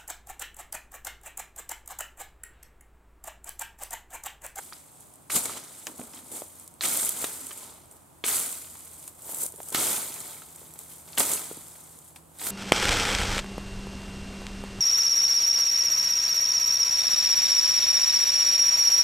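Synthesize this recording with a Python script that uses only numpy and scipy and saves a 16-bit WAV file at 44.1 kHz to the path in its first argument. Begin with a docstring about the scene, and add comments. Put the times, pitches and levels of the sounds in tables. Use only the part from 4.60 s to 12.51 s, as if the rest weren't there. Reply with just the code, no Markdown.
"""Dry leaves and twigs stir close to the microphone, in quiet open air with a faint engine far off.
A man treads in dry grass and slashes at a bramble thicket with a long brush hook, six strokes in all.
Each stroke cracks stems and sets off a crunch that dies as the canes settle; boots crush straw between.
Crunch is dense random noise grains, stems ring and splinter, leaves tick, and knocks and drags are low
resonances; filtered noise makes the air, two wavering sines the engine, and a short tail the hedge."""
import sys
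import numpy as np
from scipy import signal
from scipy.fft import rfft, irfft
from scipy.io import wavfile
from scipy.ndimage import uniform_filter1d

SR = 44100
rng = np.random.default_rng(int(sys.argv[2]) if len(sys.argv) > 2 else 0)


def store_wav(level_fs):
    """Save 16-bit WAV to argv[1]."""
    pcm = np.round(np.clip(np.atleast_2d(level_fs), -1, 1) * 32767)
    wavfile.write(sys.argv[1], SR, pcm.T.astype(np.int16))


N = 348698  # length in samples

# Strokes of the hook in the thicket. Each row: start in seconds, shaken leaves in dB, breaking twigs in dB,
# crushed litter in dB (all before the layer trims), time the blade cuts in seconds, fade in dB per second,
# swaying canes in dB relative to the stroke, time they sway in seconds.
HOOK_STROKES = [(0.696, -27.5, -37.5, -39.5, 0.068, 74, -18.5, 0.57),
                (2.209, -27.5, -33.5, -38.5, 0.24, 100, -5.5, 0.82),
                (3.641, -26.5, -33, -39.6, 0.12, 61.5, -13, 0.78),
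                (5.139, -27.5, -30.3, -34.5, 0.18, 64.0, -7.5, 0.59),
                (6.57, -27.5, -34, -37.5, 0.047, 49.5, -13, 0.79),
                (7.788, -39.5, -43.5, -44.5, 0.14, 66, -13.0, 0.8)]
# How each layer answers a stroke. Each holds: rise in seconds, sag while the blade cuts in dB per second
# (negative swells), share in the sway in dB, level at rest in dB before the layer trim.
LEAF_RESPONSE = (.015, -2, 1, -67)
TWIG_RESPONSE = (.004, 19.5, -2.5, -79)
LITTER_RESPONSE = (0.03, 25.5, -2.1, -68.5)
SWAY_FADE_DB_PER_S, SETTLE_DB_PER_S = 15, 57
# Boots press into the straw or pull free of it. Each row: time of the height in seconds, rise in seconds,
# fall in seconds, leaves in dB, twigs in dB, litter in dB (before the layer trims).
BOOT_STEPS = [(1.195, 0.49, 0.396, -46.5, -54.5, -63), (1.274, 0.021, 0.085, -43, -50, -44.5),
              (1.411, 0.13, 0.27, -44, -53.5, -50.5), (1.55, 0.06, 0.19, -44, -51, -53.5),
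              (1.722, 0.013, 0.12, -40, -54.0, -51), (1.767, 0.14, 0.16, -36.5, -48, -49),
              (4.704, 0.15, 0.309, -37.6, -49.0, -47.1), (4.831, 0.11, 0.064, -27.5, -44.5, -46.5),
              (5.004, 0.13, 0.222, -45, -59.4, -58), (5.128, 0.011, 0.085, -36.5, -41, -47)]
# A cane is caught, tugged or springs back. Each row: time of the height in seconds, rise in seconds,
# fall in seconds, leaves in dB, twigs in dB, litter in dB (before the layer trims).
CANE_SHAKES = [(0.012, 0.17, 0.39, -44.5, -54, -61), (0.131, 0.011, 0.15, -50, -53, -59.7),
               (0.416, 0.359, 0.33, -53, -64, -64), (0.76, 0.029, 0.056, -20, -28, -35.5),
               (0.856, 0.011, 0.022, -34, -34.5, -36.5), (0.898, 0.082, 0.27, -50, -41, -45),
               (0.974, 0.031, 0.023, -42, -41, -45), (2.02, 0.42, 0.16, -48.5, -59, -62.5),
               (2.252, 0.029, 0.033, -36, -28.8, -39), (2.49, 0.009, 0.018, -32, -49, -50.3),
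               (2.621, 0.19, 0.24, -33, -41, -45), (3.044, 0.26, 0.32, -58, -52, -53),
               (3.317, 0.021, 0.159, -53.5, -74, -57.5), (4.491, 0.47, 0.033, -46, -59, -63),
               (5.085, 0.091, 0.183, -41.5, -55.3, -55), (6.022, 0.71, 0.54, -49.5, -57, -60.5),
               (6.205, 0.079, 0.29, -47, -56.5, -58.5), (6.301, 0.025, 0.4, -45.5, -55.5, -61.5),
               (6.481, 0.025, 0.124, -48, -54, -55), (6.554, 0.077, 0.031, -44, -50, -56.0),
               (6.596, 0.022, 0.061, -20.5, -31, -31.5), (6.728, 0.11, 0.089, -25.5, -35.5, -39.8),
               (7.48, 0.15, 0.097, -51, -64, -72.2), (7.561, 0.0071, 0.046, -49, -53.7, -54.5),
               (7.872, 0.088, 0.13, -30.5, -37.5, -44)]
SWELL_DB = 20  # a step or shake climbs this far in its rise time and drops as far in its fall time

# Colours of the three kinds of grain. Each row: frequency in Hz, relative density in dB per Hz.
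LEAF_COLOUR = [(3000, -34), (5500, -15.5), (6300, -10), (7200, -3.5), (8400, 0), (9200, 0.5), (10800, -4),
               (13000, -6), (15000, -12), (16000, -20)]
TWIG_COLOUR = [(700, -30.5), (1300, -1), (1750, -7.5), (2150, -2), (2700, -7), (3300, -2), (4100, -3),
               (5600, -5.5), (6800, -2.5), (8800, -3), (15000, -88)]
LITTER_COLOUR = [(25, -56), (50, -37), (75, -8.5), (140, -3.5), (250, 0), (380, 1.5), (600, 0), (900, 1),
                 (1250, -3.5), (1700, -12.5), (2300, -29), (4000, -76.5)]
# Sheen at the top of the leaves. Each row: time in seconds, gain of the top treble in dB.
TOP_TREBLE_GAIN = [(0, -1), (1.1, -2.5), (2.2, 0.5), (2.9, -1), (3.4, 1), (3.8, 0.5), (4.3, 0), (4.75, 3.5),
                   (5.3, 1), (6.1, 3), (7.2, -1), (7.85, 3.5)]
TOP_TREBLE_HZ = 10800

# Colour of the still air around the microphone. Each row: frequency in Hz, relative density in dB per Hz.
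AIR_COLOUR = [(15, -32), (25, -38), (55, -8), (145, -3.5), (185, -7.5), (217, -7), (344, -6.5),
              (416, -14.5), (463, -11), (887, -10), (1040, -12), (1790, -23.5), (5570, -30), (8590, -17),
              (16000, -27)]
# Likeness of left and right in the air. Each row: frequency in Hz, shared part of the power from 0 to 1.
AIR_LIKENESS = [(60, 0.66), (1000, 0.01), (3000, 0.33), (8000, 0.4), (15000, 0)]
AIR_DB = -56
# The far engine, slowly sagging. Each row: time in seconds, mean firing rate in Hz,
# mean level of the fundamental in dB, mean level of the octave in dB.
FAR_ENGINE = [(0, 86.1, -80, -82), (2, 85.3, -69.5, -80.5), (4, 80.9, -67, -72), (5.5, 80.4, -69.5, -64.5),
              (7.9, 80.05, -67, -64.5)]

# Stems that break under blade or boot. Each row: start in seconds, level in dB before the layer trim,
# pitch in Hz, ring in cycles, splinters in dB relative to the ring.
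STEM_SNAPS = [(0.1247, -24, 1290, 0.96, -12), (0.133, -25, 4850, 3.4, -25), (.6997, -23, 1320, 2.6, -9),
              (.7025, -17.5, 2200, 1.4, -8), (.7628, -19, 4200, 1.4, -5), (0.8958, -24.5, 1200, 2, -22),
              (1.269, -9.5, 7100, 2, -14), (1.2715, -24, 2870, 2.4, -20), (1.415, -35, 2380, 2.6, -11),
              (1.535, -35, 5170, 5, -7), (1.574, -34, 3300, 2, -5.5), (1.59, -36, 3800, 2, -7),
              (2.2092, -13.5, 4150, 5, -11), (2.2372, -19.5, 2170, 4, -10), (2.6422, -20, 1210, 1.8, -3.5),
              (2.6455, -20.5, 3770, 5.7, -5), (2.909, -31, 1150, 2.1, -2), (2.914, -30, 3040, 4, -4),
              (3.6395, -14.5, 3320, 3.7, -16), (3.6412, -15, 2170, 2, -5.5), (3.682, -18.5, 3080, 3.3, -5),
              (4.045, -42.5, 2400, 2, 4), (4.1543, -32, 930, 1.1, -12), (4.4775, -28, 7000, 2.9, -11),
              (5.1467, -16, 3880, 2, -4.5), (5.148, -16, 1520, 1.5, -3), (5.158, -11, 6400, 1.9, -17),
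              (5.561, -34, 2520, 4, -3), (5.82, -35.5, 1340, 2.8, -6.5), (6.157, -39, 900, 1.4, -5),
              (6.478, -41, 3500, 1.6, -6), (6.5314, -24.5, 4400, 1.7, -14), (6.5767, -11, 3030, 2.6, -2),
              (6.581, -20, 2240, 2.6, -1), (6.6043, -8, 1280, 1.55, -4.5), (6.776, -31, 2680, 6, -21),
              (7.154, -39, 3500, 2, -2.5), (7.5612, -34, 2450, 2.5, -5), (7.816, -33, 2200, 2, 2),
              (7.868, -29, 1270, 1.7, 5)]
# The loudest single dry leaves and thorns. Each row: start in seconds, peak in dB before the layer trim,
# chatter in dB relative to the tick.
LEAF_FLICKS = [(.407, -31.5, -4), (.539, -36, -1), (.557, -36, 4), (.73, -17, 4), (0.8568, -12, -1),
               (1.269, -26, 0), (1.3803, -28, -2), (1.998, -28.5, -3), (2.0776, -27.5, -7),
               (2.140, -34, -2), (2.2575, -15, -8), (2.373, -10, -1), (2.449, -10.5, -3), (2.458, -13, -2),
               (2.4923, -7.5, -2), (2.619, -16, -1), (2.6422, -13.5, -1), (2.863, -25, -3),
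               (2.8675, -22.5, 8), (2.976, -25, -4), (3.313, -34, 4), (3.368, -37, -7), (3.664, -12, 2),
               (3.751, -19, 4), (3.768, -11, -1), (3.795, -15, -5), (3.927, -16, -6), (3.963, -31, -3),
               (4.479, -23, -5), (4.722, -23, -4), (4.746, -15, -3), (4.833, -14, -12), (4.864, -10.5, -5),
               (4.9226, -25.5, -4), (4.961, -26.5, -15), (5.031, -26, 4), (5.087, -20, -11),
               (5.104, -23, -1), (5.125, -22, 7), (5.1463, -12, -5), (5.315, -14, 2), (5.604, -20, -1),
               (5.960, -29, 8), (6.138, -28, -3), (6.190, -21.5, 0), (6.583, -8.5, 9), (6.716, -11, 2.5),
               (6.735, -13, 8), (7.389, -30, -4), (7.562, -37, -1), (7.787, -26, -5)]
# Lesser flicks come by chance and follow the shaking of the leaves.
STRAY_PER_S, STRAY_OVER_LEAVES_DB, STRAY_SPREAD_DB, STRAY_CHATTER_DB = 9, 10, 3.5, -1
# Boot or blade drags over the soil. Each row: start in seconds, length in seconds,
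# level in dB before the layer trim, centre in Hz, width in Hz.
SOIL_DRAGS = [(.745, 0.068, -45, 202, 180), (1.275, 0.095, -53, 266, 70), (1.384, 0.086, -48.5, 247, 70),
              (1.532, 0.2, -57, 260, 90), (1.708, 0.096, -49, 322, 200), (2.803, 0.11, -55, 260, 70),
              (5.161, 0.19, -43, 302, 170), (6.575, 0.088, -42.5, 267, 220)]
# Dull knocks of heels and thick canes on the ground. Each row: start in seconds,
# level in dB before the layer trim, pitch in Hz.
GROUND_KNOCKS = [(.762, -23.5, 190), (1.394, -29, 249), (1.396, -25.5, 724), (1.406, -35, 290),
                 (1.414, -29, 520), (1.718, -30.5, 453), (1.791, -42, 504), (1.82, -21, 596),
                 (2.6419, -19.5, 447), (3.6398, -20, 452), (4.693, -32, 566), (4.773, -35, 496),
                 (4.834, -27.5, 470), (4.857, -30, 517), (4.94, -34, 425), (4.988, -34, 474),
                 (5.0032, -23, 730), (5.121, -28, 460), (5.1472, -18, 330), (6.017, -35.5, 505),
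                 (6.605, -18, 525), (6.7031, -23.5, 486), (6.913, -22.5, 430), (6.973, -31, 298),
                 (7.868, -28, 350)]

# Timing of the two microphone ports. Each row: frequency in Hz, radians by which left leads.
PORT_PHASE = [(60, 0), (600, -.08), (2300, -.05), (4400, -.2), (6500, -.2), (8700, -.7), (10400, -2),
              (11800, .3), (15800, -.5)]
# Balance of the two microphone ports. Each row: frequency in Hz, left minus right in dB.
PORT_BALANCE = [(60, 0), (110, 0), (200, -0.5), (380, 0), (700, -2.5), (1290, -2.5), (2380, 0),
                (4400, -1.5), (8120, 0.5), (15000, -2)]
EDGE_HZ = 15850  # upper band limit of the microphone


def amp(db):
    """Decibels to gain."""
    return 10 ** (np.asarray(db) / 20)


def evened(x):
    """Scales to rms 1."""
    return x / np.sqrt(np.mean(x ** 2) + 1e-20)


def read(points, hz):
    """Reads a table on a log-frequency axis."""
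    f, value = np.transpose(points)
    return np.interp(np.log(hz + 1), np.log(f + 1), value)


def add(mix, s, sound):
    """Adds a stereo sound to the mix at time s."""
    part = mix[:, max(round(s * SR), 0):][:, :sound.shape[1]]
    part += sound[:, :part.shape[1]]


def coloured(x, spectrum, size=4096):
    """Minimum-phase filter with the given spectrum, so that clicks keep sharp fronts."""
    hz = abs(np.fft.fftfreq(size, 1 / SR))
    log_gain = np.log(amp(np.maximum(read(spectrum, hz), -100)))
    response = np.exp(np.conj(signal.hilbert(log_gain)))
    taps = np.fft.ifft(response).real[:size // 2]
    return signal.oaconvolve(x, taps[None], axes=1)[:, :x.shape[1]]


def pair(same, size):
    """Left and right white noise that share a part of their power."""
    shared, *own = rng.standard_normal((3, size))
    same = np.clip(same, 0, 1)
    return np.sqrt(same) * shared + np.sqrt(1 - same) * np.array(own)


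def burst(decay_s, same, size=1024):
    """One tiny fracture: a sharp front and a ragged, fast decay, with energy 1."""
    grain = pair(same, size) * np.exp(-np.arange(size) / SR / decay_s)
    return grain / np.linalg.norm(grain)


def stroke(t, rise_s, sag_db_per_s, share_db, cut_s, fade_db_per_s, sway_db, sway_s):
    """Power of one stroke: the blade bites, cuts and leaves; the canes sway on more softly, then settle."""
    t = np.maximum(t, 0)
    cut_db = -sag_db_per_s * np.minimum(t, cut_s) - fade_db_per_s * np.maximum(t - cut_s, 0)
    sway_db_now = sway_db + share_db - SWAY_FADE_DB_PER_S * t
    after_db = sway_db_now - SETTLE_DB_PER_S * np.maximum(t - sway_s, 0)
    bite = 1 - np.exp(-t / rise_s)
    return (bite * amp(np.maximum(cut_db, after_db))) ** 2


def swell(t, rise_s, fall_s):
    """Power of a step or shake: it builds up to time zero and dies away."""
    return amp(-SWELL_DB * np.maximum(-t / rise_s, t / fall_s)) ** 2


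def agitation(layer, response, size=32):
    """Level in dB of one layer: strokes, steps and shakes add in power to its stirring at rest."""
    rise_s, sag_db_per_s, share_db, rest_db = response
    t = np.arange(0, N, size) / SR
    power = np.full(len(t), amp(rest_db) ** 2)
    for s, leaf_db, twig_db, litter_db, *timing in HOOK_STROKES:
        db = dict(leaf=leaf_db, twig=twig_db, litter=litter_db)[layer]
        power += amp(db) ** 2 * stroke(t - s, rise_s, sag_db_per_s, share_db, *timing)
    for s, rising_s, falling_s, leaf_db, twig_db, litter_db in list(BOOT_STEPS) + list(CANE_SHAKES):
        db = dict(leaf=leaf_db, twig=twig_db, litter=litter_db)[layer]
        power += amp(db) ** 2 * swell(t - s, rising_s, falling_s)
    return np.interp(np.arange(N) / SR, t, 10 * np.log10(power))


def mottled(x, patchy_db, size=128):
    """Fractures favour pitches of their own: random peaks some milliseconds long, about a kilohertz wide."""
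    overlap = size * 3 // 4
    z = signal.stft(x, nperseg=size, noverlap=overlap)[2]
    patches = rng.standard_normal(z.shape[1:])
    patches = uniform_filter1d(patches, size=3, axis=0)  # over frequency
    patches = evened(uniform_filter1d(patches, size=7, axis=1))  # over time
    return signal.istft(z * amp(patchy_db * patches), nperseg=size, noverlap=overlap)[1][:, :N]


def crackle(level_db, spectrum, per_s, crowding, spread_db, decay_s, clump_db, patchy_db, same):
    """Tiny fractures at random moments, in clumps; harder shaking makes them both denser and larger."""
    rate = per_s * amp(crowding * (level_db - level_db.max()))  # per_s holds at the hardest shaking
    clumps = evened(signal.oaconvolve(rng.standard_normal(N), np.hanning(700), "same"))
    sizes = amp(spread_db * np.minimum(rng.exponential(1, N), 6) + clump_db * clumps)
    energy = sizes ** 2 * (rng.random(N) < rate / SR)
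    # every fracture is a noise burst with a sharp front and an exponential decay
    decaying = signal.lfilter([1], [1, -np.exp(-2 / (decay_s * SR))], energy)
    envelope = np.sqrt(decaying + 1e-9)
    grains = coloured(mottled(envelope * pair(same, N), patchy_db), spectrum)
    # even out the slow power so that the shaking alone sets the level
    power = abs(uniform_filter1d((grains ** 2).mean(0), size=3000))
    return amp(level_db) * grains / np.sqrt(power + power.mean() * 1e-4)


def top_treble(x):
    """The sheen at the top of the leaves' fizz rises and falls slowly."""
    high_pass = signal.butter(3, TOP_TREBLE_HZ, "high", fs=SR, output="sos")
    top = signal.sosfiltfilt(high_pass, x)
    gain_db = np.interp(np.arange(N) / SR, *np.transpose(TOP_TREBLE_GAIN))
    return x + (amp(gain_db) - 1) * top


def thicket():
    """Leaves fizz, twigs crackle and the litter below crunches as the brambles are hit and trodden."""
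    leaf_db = agitation("leaf", LEAF_RESPONSE)
    twig_db = agitation("twig", TWIG_RESPONSE)
    litter_db = agitation("litter", LITTER_RESPONSE)
    leaves = crackle(leaf_db, LEAF_COLOUR, per_s=16000, crowding=0.22, spread_db=2.5,
                     decay_s=0.00034, clump_db=1.26, patchy_db=1.5, same=0.48)
    twigs = crackle(twig_db, TWIG_COLOUR, per_s=4200, crowding=0.12, spread_db=2.5,
                    decay_s=0.0037, clump_db=-0.4, patchy_db=2.0, same=0.79)
    litter = crackle(litter_db, LITTER_COLOUR, per_s=4000, crowding=0.17, spread_db=2.5,
                     decay_s=0.0017, clump_db=0.5, patchy_db=1.5, same=0.89)
    return amp(-0.5) * top_treble(leaves) + amp(-0.54) * twigs + amp(-1.0) * litter


def scatter(x, t60=0.18, size=12000):
    """The hedge and the ground throw back a short, diffuse tail."""
    t = np.arange(size) / SR
    tail = pair(0.28, size) * amp(-60 * t / t60) * (t > 0.003)  # nothing returns in the first 3 ms
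    return signal.oaconvolve(x, tail / np.linalg.norm(tail[0]), axes=1)[:, :N]


def air():
    """Quiet outdoor wash about the microphone: a low far murmur and a thin hiss of foliage."""
    hz = np.fft.rfftfreq(N, 1 / SR)
    shared, *own = rfft(rng.standard_normal((3, N)))
    same = np.clip(read(AIR_LIKENESS, hz), 0, 1)
    spectra = np.sqrt(same) * shared + np.sqrt(1 - same) * np.array(own)
    wash = irfft(spectra * amp(read(AIR_COLOUR, hz)), N)
    return amp(AIR_DB) * evened(wash)


def wander(t):
    """Slow, irregular wavering with rms 1: sixteen sines from 0.4 to 6 Hz in random phase."""
    return evened(sum(np.sin(2 * np.pi * (f * t + rng.random())) for f in np.geomspace(0.4, 6, num=16)))


def engine():
    """Only the two lowest lines of a far engine carry, wavering on the way."""
    t = np.arange(N) / SR
    s, *columns = np.transpose(FAR_ENGINE)
    hz, low_db, octave_db = (np.interp(t, s, column) for column in columns)
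    drift, fade = wander(t), wander(t)
    turn = 2 * np.pi * np.cumsum(hz * (1 + 0.006 * drift)) / SR
    lines = amp(low_db) * np.sin(turn) + amp(octave_db) * np.sin(2 * turn)
    return np.sqrt(2) * amp(1.2 * fade) * lines  # root 2: the line levels are rms


def snaps(size=2048):
    """A stem parts with a few cycles of ringing, and its fibres splinter."""
    out, t = np.zeros((2, N)), np.arange(size) / SR
    fibre_colour = [(40, -29), (150, -17), (600, 1), (3500, -1.0), (6000, -9), (15000, -15)]  # Hz, dB
    for s, db, hz, cycles, splinter_db in STEM_SNAPS:
        onset = 1 - np.exp(-t * hz / 0.21)
        ring = np.sin(2 * np.pi * hz * t) * np.exp(-t * hz / max(cycles, 0.5)) * onset
        fibres = pair(0.85, size) * rng.exponential(1, size) * np.exp(-t / 0.0052)
        fibres = coloured(fibres, fibre_colour)
        add(out, s, amp(db) * (ring + amp(splinter_db) * fibres))
    return amp(-2.5) * out


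def stray_flicks(count=200):
    """Chance flicks at random moments, louder where the leaves are shaken harder."""
    leaf_db = agitation("leaf", LEAF_RESPONSE)
    times = np.cumsum(rng.exponential(1, count)) / STRAY_PER_S
    spreads = rng.standard_normal(count)
    return [(s, leaf_db[int(s * SR)] + STRAY_OVER_LEAVES_DB + STRAY_SPREAD_DB * z, STRAY_CHATTER_DB)
            for s, z in zip(times, spreads) if s < N / SR]


def flicks():
    """A dry leaf ticks brightly and chatters for a few milliseconds."""
    out = np.zeros((2, N))
    colour = [(100, -32), (800, -24), (5500, -8), (8000, 10.5), (11000, 8.5), (15500, -7.5)]  # Hz, dB
    for s, db, chatter_db in list(LEAF_FLICKS) + stray_flicks():
        tick = burst(0.00037, 0.67) + amp(chatter_db) * burst(0.0028, 0.83)
        tick = coloured(tick, colour)
        add(out, s, amp(db) * tick / abs(tick).max())
    return amp(0.5) * out


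def drags():
    """Packed soil answers a dragging boot or blade with a hollow rumble that swells fast and fades."""
    out = np.zeros((2, N))
    for s, length_s, db, hz, width_hz in SOIL_DRAGS:
        u = np.linspace(0, 1, round(length_s * SR))
        body = signal.iirpeak(hz, hz / width_hz, fs=SR)
        rubbing = pair(0.91, SR)[:, :len(u)]
        rumble = signal.lfilter(*body, signal.lfilter(*body, rubbing))
        add(out, s, amp(db) * evened(rumble * np.sin(np.pi * np.sqrt(u))))
    return amp(-3.5) * out


def knocks(size=2048):
    """A blow starts with a click; soft ground damps it within a cycle or two and a little grit scatters."""
    out, t = np.zeros((2, N)), np.arange(size) / SR
    grit_colour = [(40, -32), (150, -28), (500, -18), (1300, -8.0), (3000, -19), (12000, -21)]  # Hz, dB
    for s, db, hz in GROUND_KNOCKS:
        push = np.sin(2 * np.pi * hz * t - 0.4) * np.exp(-t * hz / 0.85)
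        # a small body radiates no deep bass
        push = signal.lfilter(*signal.butter(2, hz / 3, "high", fs=SR), push)
        grit = coloured(burst(0.0015, 1.0, size), grit_colour)
        add(out, s, amp(db) * (push + amp(17) * grit))
    return amp(-1.5) * out


def scene():
    """Rustle and cracks in front of the hedge, over the quiet background."""
    rustle = thicket() + drags()
    cracks = snaps() + flicks() + knocks()
    hedge = scatter(amp(-11.5) * rustle + amp(-14.5) * cracks)
    return rustle + cracks + hedge + air() + engine()


def record(dry):
    """The microphone's two ports differ in phase and level along the spectrum; then its band limit."""
    hz = np.fft.rfftfreq(N, 1 / SR)
    # each port takes half of the difference, in opposite directions
    half = amp(read(PORT_BALANCE, hz) / 2) * np.exp(1j * read(PORT_PHASE, hz) / 2)
    heard = irfft(rfft(dry) * np.array([half, 1 / half]), N)
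    low_pass = signal.firwin(401, EDGE_HZ, window=("kaiser", 9), fs=SR)
    return signal.oaconvolve(heard, low_pass[None], "same")


dry = scene()
out = record(dry)
store_wav(out)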